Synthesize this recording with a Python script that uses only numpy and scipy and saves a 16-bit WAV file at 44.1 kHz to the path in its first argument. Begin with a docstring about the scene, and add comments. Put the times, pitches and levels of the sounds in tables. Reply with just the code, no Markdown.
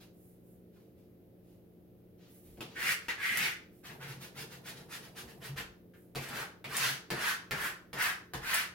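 """Card burnishing vinyl on a kitchen counter

Hands brush a stone countertop and an appliance hums; after soft knocks and taps a plastic card makes two opening
strokes on vinyl and tape, rubs lightly to and fro, gives two short hissing scrapes that lead into the first of
six firm strokes, and its edge lands as these begin. Sticking and slipping are random kicks and noise that ring
the card and drum on the sheet; hands are filtered grain, the hum is sine lines over air noise. Random echoes
place card and hands in a small room, in stereo."""
import sys
import numpy as np
from scipy import signal
from scipy.fft import rfft, irfft, next_fast_len
from scipy.io import wavfile
from scipy.ndimage import map_coordinates

SR = 44100
rng = np.random.default_rng(int(sys.argv[2]) if len(sys.argv) > 2 else 0)


def wav_record(signal):
    """Record a signal, one row per channel, as 16-bit PCM in the file named by sys.argv[1]."""
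    frames = np.transpose(np.atleast_2d(signal))
    bounded = np.clip(frames, -1, 1)
    # unit amplitude maps onto the largest positive 16-bit level
    quanta = np.round(bounded * 32767).astype(np.int16)
    wavfile.write(sys.argv[1], SR, quanta)


N = 385821  # length in samples

# Levels of card and hands are those at the source, before the room.
# hands brushing counter and sheet: start_s, rise_s, fade_s, rub_db, swish_db
HAND_BRUSHES = [(0, 0.0033, 0.053, -60.5, -65), (.12, .13, .12, -86, -68.5), (.42, .08, .09, -94, -71),
                (0.721, 0.035, 0.12, -76.5, -78), (.96, .02, 0.088, -79.5, -79.5),
                (1.42, 0.084, .08, -79.5, -76.5), (2.176, 0.066, 0.083, -68, -77),
                (2.27, 0.08, 0.11, -76, -64), (2.43, 0.029, 0.14, -72.5, -65), (2.63, 0.13, .08, -61, -71),
                (3.0, 0.041, .05, -64, -67.5), (3.7, 0.061, 0.08, -80, -70.5),
                (5.93, 0.053, 0.12, -87.5, -72)]
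# motor lines of the appliance: pitch_hz, level_db
MOTOR_LINES = [(91.5, -73), (118.4, -67), (177.6, -61), (236.9, -83.5), (306.8, -68.5), (355.3, -67),
               (446.8, -70), (532.9, -77.5)]
# soft knocks and taps, and the card's edge landing: start_s, ring_db, crack_db, thud_db, ring_hz
KNOCKS_AND_LANDINGS = [(.762, -83, -95, -80, 1250), (2.573, -80, -78, -59, 2160),
                       (2.607, -57.5, -56.5, -58.5, 2820), (3.084, -45.5, -52, -73, 1850),
                       (5.937, -74, -86, -84, 1600), (6.15, -66, -61.5, -50.5, 1200),
                       (6.157, -54.5, -52, -54, 2280), (6.643, -55, -59.5, -58, 2170),
                       (7.104, -49.5, -48, -47.5, 1800), (7.51, -45.5, -49, -52, 1750),
                       (7.931, -58.5, -55.5, -55.5, 1860), (8.336, -54.5, -52.5, -51, 1560)]
# soft, deep bumps as weight shifts on the counter: start_s, level_db
WEIGHT_SHIFTS = [(2.431, -62), (5.48, -54), (7.109, -63), (7.515, -60), (7.936, -62), (8.344, -55)]
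# firm strokes: start_s, speed_up_s, lift_off_s, rasp_db, scratch_db, hiss_db, drumming_db,
# card_resonance_hz, nominal_width_hz
FIRM_STROKES = [ (2.745, 0.17, 0.027, -31.5, -43, -38.5, -54.5, 2020, 1110),
                (3.087, 0.015, .02, -37.5, -46.5, -56, -65, 1890, 1100),
                (3.17, 0.098, 0.13, -33.5, -56, -46, -62.5, 1980, 960),
                (3.29, 0.15, 0.07, -33.5, -42.5, -42.5, -52.5, 2080, 1220),
                (6.289, 0.089, 0.072, -40.5, -52.5, -48.5, -49.5, 1520, 1680),
                (6.67, 0.18, 0.083, -36.5, -36.5, -38.5, -52, 1730, 1220),
                (7.115, 0.18, 0.049, -33.5, -40.5, -41.5, -56.5, 1640, 1087),
                (7.515, 0.14, 0.055, -37.5, -51.5, -45, -54, 1600, 1270),
                (7.95, 0.078, 0.088, -31.5, -43.5, -40.5, -56, 1660, 1200),
                (8.405, 0.16, 0.069, -33.5, -40.5, -40, -59.5, 1795, 1380)]
# the edge catching on a ridge of vinyl: start_s, level_db
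RIDGE_CATCHES = [(3.373, -35), (6.289, -52), (6.768, -34), (7.281, -42), (8.023, -38), (8.543, -32.5)]
# light rubs to and fro, then two short hissing scrapes leading into the first firm stroke:
# start_s, speed_up_s, rasp_db, hiss_db
LIGHT_SCRAPES = [(3.829, 0.031, -53, -56), (3.865, 0.043, -53.5, -70), (3.99, 0.047, -48.5, -59.5),
                 (4.05, 0.053, -51.5, -55), (4.189, 0.041, -55, -53.5), (4.339, 0.062, -50, -49.5),
                 (4.485, 0.041, -56.5, -56.5), (4.631, 0.051, -51, -50), (4.74, 0.041, -58, -60),
                 (4.88, 0.062, -49, -49.5), (5.0, 0.042, -59, -59), (5.146, 0.039, -50.5, -51),
                 (5.261, 0.033, -59, -61.5), (5.4, 0.057, -49.5, -52.5), (5.555, 0.027, -43, -49.5),
                 (6.195, 0.031, -49, -51), (6.245, .045, -48.5, -55.5)]
# the hand leaning into the counter: start_s, boom_db
HAND_LEANS = [(4.019, -48), (4.068, -45), (4.157, -48), (5.482, -37.5), (5.557, -52), (6.8, -46),
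              (6.89, -45)]
# low modes of the sheet on the counter: pitch_hz, width_hz, level_db
SHEET_MODES = [(72, 55, -1.5), (211.4, 85, 3.5), (369, 36, 4), (446, 77, 1.5), (916, 310, -10.5)]

# spectrum shapes: pitch_hz, relative_level_db
# fine slips, bright
HISS_SPECTRUM = [(2500, -23), (4500, 2), (6500, -2.5), (8500, 0), (11000, 3), (13500, 0.5), (16000, -1.5)]
# fine slips, mid-range
SCRATCH_SPECTRUM = [(300, -43), (700, -8.5), (1100, -7), (1800, -10), (2900, -2.5), (4800, -7.5),
                    (6500, -10.5), (12000, -43.5)]
# crack of a knock or landing
CRACK_SPECTRUM = [(200, -1), (600, -1), (1100, 2.5), (1900, -5), (3200, -3.5), (5000, -6), (7000, -13),
                  (16000, -52)]
# skin rubbing, low and mid-range
RUB_SPECTRUM = [(400, 2.5), (1000, -4.5), (3000, -1.5), (5000, -5), (7000, -12.5), (16000, -59)]
# skin swishing, treble
SWISH_SPECTRUM = [(3000, -37), (7000, -15.5), (11500, -3), (16000, -7)]
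# rush of air from the appliance
AIR_SPECTRUM = [(20, -17), (50, -3.5), (100, -0.5), (150, -5), (200, 1.5), (260, -2), (380, -2),
                (530, -6.5), (720, -15), (1000, -26.5), (2500, -30.5), (5000, -37), (8000, -42.5),
                (12000, -29), (16000, -29)]

# likeness of diffuse sound at the two microphones: pitch_hz, correlation (1 = same, 0 = unrelated)
MICROPHONE_LIKENESS = [(60, 0.5), (140, 0.93), (300, 0.7), (600, 0.43), (1500, 0), (4000, 0)]
# decay of the room's tail: pitch_hz, t60_s
ROOM_DECAY = [(100, 0.21), (500, 0.54), (2000, 0.35), (6000, 0.36), (15000, 0.2)]
# the card's place across the table: time_s, left_microphone_lead_ms
CARD_PLACE = [(2.6, .05), (3.4, .02), (4, .08), (5.5, 0), (7.2, -.03), (7.7, 0), (8.1, .06), (8.6, .08)]

TOP_HZ = 16000  # upper band limit of the microphones
START_SPEED = 0.19  # share of top speed at first
SETTLE_SHARE = 0.068  # part of the speed-up in which the pressure builds
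LIFT_SHAPE, SLOWING = 1.93, 0.14  # exponents: curve of the lift-off; speed falls as this power of it
RASP_LAW, SCRATCH_LAW, HISS_LAW, DRUM_LAW = 1.61, 2.9, 2.2, 0.42  # each layer grows as this power of speed
SLOW_RING = 0.86  # while slow, the card rings at this share of its resonance
LIGHT_LIFT_S, LIGHT_HZ, LIGHT_WIDTH_HZ = 0.043, 1735, 1950  # loose grip of light scrapes; width is nominal
LIGHT_SCRATCH_DB, LIGHT_DRUM_DB = 0, -11  # scratch over hiss; drumming over rasp
DRAG_START_S, DRAG_LENGTH_S, DRAG_FADE_S = 3.85, 1.83, 0.05
DRAG_DB, DRAG_SWISH_DB = -59, -13  # mean level of the rumble; swish over it
CLICK_DB, CHATTER_S = -2.5, 0.18  # first blow over the chatter after it; the chatter's t60
SNAP_DB = -6  # bright snap of a knock or landing, over its crack
COUNTER_HZ, BOOM_RISE_S, BUMP_RISE_S = 136.85, 0.032, 0.076
TAP_BOOM_DB, DRUM_BOOM_DB = 8, 0  # the counter's boom: over a thud; over the sheet's drumming


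def amp(db):
    """Decibels to gain."""
    return 10 ** (np.asarray(db) / 20)


def unit(x):
    """Scale to rms 1."""
    return x / np.sqrt(np.mean(x ** 2) + 1e-20)


def along(points, hz):
    """Interpolate (Hz, value) points on a log frequency axis."""
    f, v = np.transpose(points)
    return np.interp(np.log(hz + 1), np.log(f + 1), v)


def add(track, s, x):
    """Mix x into the track at time s, cut to the track's ends."""
    start = round(s * SR)
    x = x[max(-start, 0):N - start]
    track[max(start, 0):][:len(x)] += x


def wobble(rate, size):
    """A smooth random curve, rate knots a second."""
    knots = rng.standard_normal(int(size * rate / SR) + 4)
    return map_coordinates(knots, [np.arange(size) * rate / SR])


def filtered(x, response):
    """x times a complex response of frequency."""
    size = x.shape[-1]
    m = 2 * next_fast_len(size // 2 + 4096)
    return irfft(rfft(x, m) * response(np.fft.rfftfreq(m, 1 / SR)), m)[..., :size]


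def coloured(x, spectrum):
    """x through a causal filter with the given spectrum."""
    def response(hz):
        # folding the cepstrum onto positive times gives minimum phase
        cepstrum = irfft(np.log(amp(along(spectrum, hz))))
        half = len(cepstrum) // 2
        return np.exp(rfft(np.r_[cepstrum[0], 2 * cepstrum[1:half]], 2 * half))
    return filtered(x, response)


def resonance(hz, centre, width):
    """Response of one damped mode, 1 at its centre."""
    return 1j * hz * width / (centre ** 2 - hz ** 2 + 1j * hz * width)


def slips(size, rate, spread_db, smooth):
    """Tiny slips of uneven strength at random moments, over smooth sliding noise; rate in slips a second."""
    kicks = (rng.random(size) < rate / SR) * amp(spread_db * np.clip(rng.standard_normal(size), -2, 2))
    return unit(kicks * rng.choice([-1, 1], size)) + smooth * rng.standard_normal(size)


def glide(rise, fall):
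    """Speed and contact pressure of one sweep of the hand: it settles, speeds up, then lifts off and slows."""
    t = np.arange(0, rise + 4 * fall, 1 / SR)
    progress = np.minimum(t / rise, 1)
    settle = np.minimum(progress / SETTLE_SHARE, 1)
    lift = np.exp(-(np.maximum(t - rise, 0) / fall) ** LIFT_SHAPE)
    speed = START_SPEED + (1 - START_SPEED) * np.sin(np.pi / 2 * progress)
    return speed * lift ** SLOWING, settle * lift


def hands():
    """Skin slides faintly over counter and sheet: random grain, shaped by the speed and pressure of the hand."""
    out = np.zeros(N)
    for s, rise, fall, rub_db, swish_db in HAND_BRUSHES:
        speed, press = glide(rise, fall)
        grain = slips(len(speed), rate=2500, spread_db=5, smooth=.9)
        rub = amp(rub_db) * unit(coloured(grain, RUB_SPECTRUM))
        swish = amp(swish_db) * unit(coloured(grain, SWISH_SPECTRUM))
        add(out, s, speed * press * (rub + swish))
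    return out


def diffuse(pair):
    """Two unrelated noises as the microphones hear a room: alike in the bass, apart in the treble."""
    def turn(hz):
        return np.arccos(np.clip(along(MICROPHONE_LIKENESS, hz), -1, 1)) / 2

    mid, side = filtered(pair, lambda hz: np.array([np.cos(turn(hz)), np.sin(turn(hz))]))
    return np.array([mid + side, mid - side])


def appliance():
    """Motor lines, slightly unsteady in level and phase, over a low rush of air."""
    t = np.arange(N) / SR
    hum = 0
    for hz, db in MOTOR_LINES:
        level = amp(db + 0.9 * wobble(3.1, N))
        hum = hum + level * np.sin(2 * np.pi * hz * t + .5 * wobble(7.6, N))
    air = diffuse(coloured(rng.standard_normal((2, N)), AIR_SPECTRUM))
    return hum + amp(-61) * unit(air)


def card(hz, centre, width):
    """The card's broad bending resonance with a sharper ring at its peak."""
    broad = resonance(hz, centre, 1.253 * width) ** 2
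    return broad * (1 + amp(-4.5) * resonance(hz, centre, 0.22 * width))


def sheet(x):
    """Force on the sheet, heard through its low modes, which alternate in sign."""
    def response(hz):
        return sum((-1) ** k * amp(db) * resonance(hz, centre, width)
                   for k, (centre, width, db) in enumerate(SHEET_MODES))
    return filtered(x, response)


def knocks_and_landings():
    """Soft knocks, taps and landings of the edge: a click and dying chatter, over a thud through the sheet."""
    out, t = np.zeros(N), np.arange(SR // 4) / SR

    def contact(click_db):
        """One sharp blow followed by dying chatter."""
        chatter = slips(len(t), rate=980, spread_db=2.5, smooth=0.92) * amp(-60 * t / CHATTER_S)
        return unit(chatter) + amp(click_db) * unit(1. * (t == 0))

    for s, ring_db, crack_db, thud_db, ring_hz in KNOCKS_AND_LANDINGS:
        ring = amp(ring_db) * unit(filtered(contact(click_db=-16), lambda hz: card(hz, ring_hz, 1200)))
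        crack = amp(crack_db) * unit(coloured(contact(CLICK_DB), CRACK_SPECTRUM))
        snap = amp(crack_db + SNAP_DB) * unit(coloured(contact(CLICK_DB), HISS_SPECTRUM))
        weight = rng.standard_normal(len(t)) * (1 - np.exp(-t / 0.0056)) * amp(-60 * t / 0.2)
        thud = amp(thud_db) * unit(sheet(weight))
        add(out, s, ring + crack + snap + thud)
    return out


def swell(db, rise):
    """Envelope that peaks after the rise time and dies more slowly."""
    u = np.arange(0, 5 * rise, 1 / SR) / rise
    return amp(db) * (u * np.exp(1 - u)) ** 2


def boom(envelope):
    """The slab's one strong low mode, wavering in phase and strength."""
    size = len(envelope)
    turns = COUNTER_HZ * np.arange(size) / SR + 0.082 * wobble(42.0, size)
    return envelope * amp(0.73 * wobble(49, size)) * np.sin(2 * np.pi * turns)


def bump(envelope):
    """The soft, deep give of the counter under the arm: noise through a broad mode."""
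    noise = rng.standard_normal(len(envelope))
    return envelope * unit(filtered(noise, lambda hz: resonance(hz, 49, 60) ** 2))


def counter():
    """Every knock, landing and lean of the hand makes the slab boom; it gives dully under the arm."""
    out = np.zeros(N)
    thud_booms = [(s, thud_db + TAP_BOOM_DB) for s, _, _, thud_db, _ in KNOCKS_AND_LANDINGS]
    for s, db in thud_booms + list(HAND_LEANS):
        add(out, s, boom(swell(db, BOOM_RISE_S)))
    for s, db in WEIGHT_SHIFTS:
        add(out, s, bump(swell(db, BUMP_RISE_S)))
    return out


def drumming(envelope, force):
    """Slips drum on the sheet and set the counter under it booming."""
    return envelope * unit(sheet(force)) + boom(amp(DRUM_BOOM_DB) * envelope)


def scrape(rise, fall, rasp_db, scratch_db, hiss_db, drum_db, card_hz, width_hz):
    """Coarse slips ring the card and drum the sheet; fine ones scratch and hiss as the card speeds up."""
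    speed, press = glide(rise, fall)
    size = len(speed)
    judder = amp(0.81 * wobble(122.1, size))
    coarse = judder * slips(size, rate=800, spread_db=0.5, smooth=0.68)

    # the ring climbs from its slow pitch to its full pitch with speed
    slow = unit(filtered(coarse, lambda hz: card(hz, SLOW_RING * card_hz, width_hz)))
    fast = unit(filtered(coarse, lambda hz: card(hz, card_hz, width_hz)))
    rasp = amp(rasp_db) * speed ** RASP_LAW * (slow + speed ** 2 * (fast - slow))

    fine = judder * slips(size, rate=3800, spread_db=5.0, smooth=1.0)
    hiss = amp(hiss_db) * speed ** HISS_LAW * unit(coloured(fine, HISS_SPECTRUM))
    medium = judder * slips(size, rate=2000, spread_db=1.5, smooth=1.0)
    scratch = amp(scratch_db) * speed ** SCRATCH_LAW * unit(coloured(medium, SCRATCH_SPECTRUM))
    drum = drumming(amp(drum_db) * speed ** DRUM_LAW, coarse)
    return press * (rasp + hiss + scratch + drum)


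def scraping():
    """Firm strokes, each with its own grip, and light rubs and short hissing scrapes that share a loose one."""
    out = np.zeros(N)
    for s, *stroke in FIRM_STROKES:
        add(out, s, scrape(*stroke))
    for s, rise, rasp_db, hiss_db in LIGHT_SCRAPES:
        light = scrape(rise, LIGHT_LIFT_S, rasp_db, hiss_db + LIGHT_SCRATCH_DB, hiss_db,
                       rasp_db + LIGHT_DRUM_DB, LIGHT_HZ, LIGHT_WIDTH_HZ)
        add(out, s, light)
    return out


def catches():
    """The edge jumps a ridge with a bright tick: a very short noise burst."""
    out, t = np.zeros(N), np.arange(SR // 50) / SR
    for s, db in RIDGE_CATCHES:
        tick = rng.standard_normal(len(t)) * amp(-60 * t / .003)
        add(out, s, amp(db) * unit(coloured(tick, HISS_SPECTRUM) + coloured(tick, SCRATCH_SPECTRUM)))
    return out


def dragging():
    """The heel of the hand stays down through the rubbing to and fro, rumbling and swishing on the sheet."""
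    out, t = np.zeros(N), np.arange(0, DRAG_LENGTH_S, 1 / SR)
    contact = np.clip(np.minimum(t, DRAG_LENGTH_S - t) / DRAG_FADE_S, 0, 1)
    weight = contact * amp(DRAG_DB + 2.9 * wobble(18.3, len(t)))
    grain = slips(len(t), rate=800, spread_db=1.0, smooth=0.67)
    swish = amp(DRAG_SWISH_DB) * weight * unit(coloured(grain, SWISH_SPECTRUM))
    add(out, DRAG_START_S, drumming(weight, grain) + swish)
    return out


def echoes(early_db, tail_db):
    """One stereo response: quick reflections off counter and cupboards, then the room's short tail."""
    hz, t, z = signal.stft(rng.standard_normal((2, SR // 2)), SR, nperseg=256)
    decay = amp(-60 * t / along(ROOM_DECAY, hz)[:, None])
    tail = signal.istft(z * decay, SR, nperseg=256)[1]
    t = np.arange(tail.shape[1]) / SR
    # sparse random reflections, none in the first millisecond
    early = rng.standard_normal(tail.shape) * (rng.random(tail.shape) < .08)
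    early = early * amp(-60 * t / .11) * (t > .001)
    tail = tail * np.clip(t / 0.0015, 0, 1)
    return amp(early_db) * early / np.linalg.norm(early[0]) + amp(tail_db) * tail / np.linalg.norm(tail[0])


def kitchen(x):
    """The travelling card keeps shifting, at random, among echo patterns; in the bass direct sound dominates."""
    shares = np.array([wobble(50, N) for _ in range(14)])
    shares /= np.linalg.norm(shares, axis=0)  # constant total power
    wet = 0
    for share in shares:
        pattern = echoes(early_db=2.0, tail_db=1.5)
        wet = wet + signal.fftconvolve((share * x)[None], pattern, axes=1)[:, :N]
    wet_level = [(100, -8), (450, -3), (1500, -1), (4000, 0)]  # pitch_hz, level_db
    wet = filtered(diffuse(wet), lambda hz: amp(along(wet_level, hz)))

    # direct sound reaches the two microphones at slightly different times
    index = np.arange(N)
    lead = np.interp(index / SR, *np.transpose(CARD_PLACE)) * SR / 1000  # in samples
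    direct = np.array([map_coordinates(x, [index + side * lead / 2]) for side in (1, -1)])
    return amp(-3.5) * (direct + wet)


def scene():
    """Card and hands sound in the kitchen, treble leaning right; counter and appliance join without its echoes."""
    work = kitchen(scraping() + dragging() + knocks_and_landings() + catches() + hands())

    def lean(hz):
        """Half the level difference, left over right, in dB."""
        return along([(1500, .5), (4000, 0), (8000, -2.2)], hz) / 2

    work = filtered(work, lambda hz: amp([lean(hz), -lean(hz)]))
    return work + counter() + appliance()


def record(dry):
    """The microphones keep nothing from their band limit up."""
    return filtered(dry, lambda hz: hz < TOP_HZ)


dry = scene()
out = record(dry)
wav_record(out)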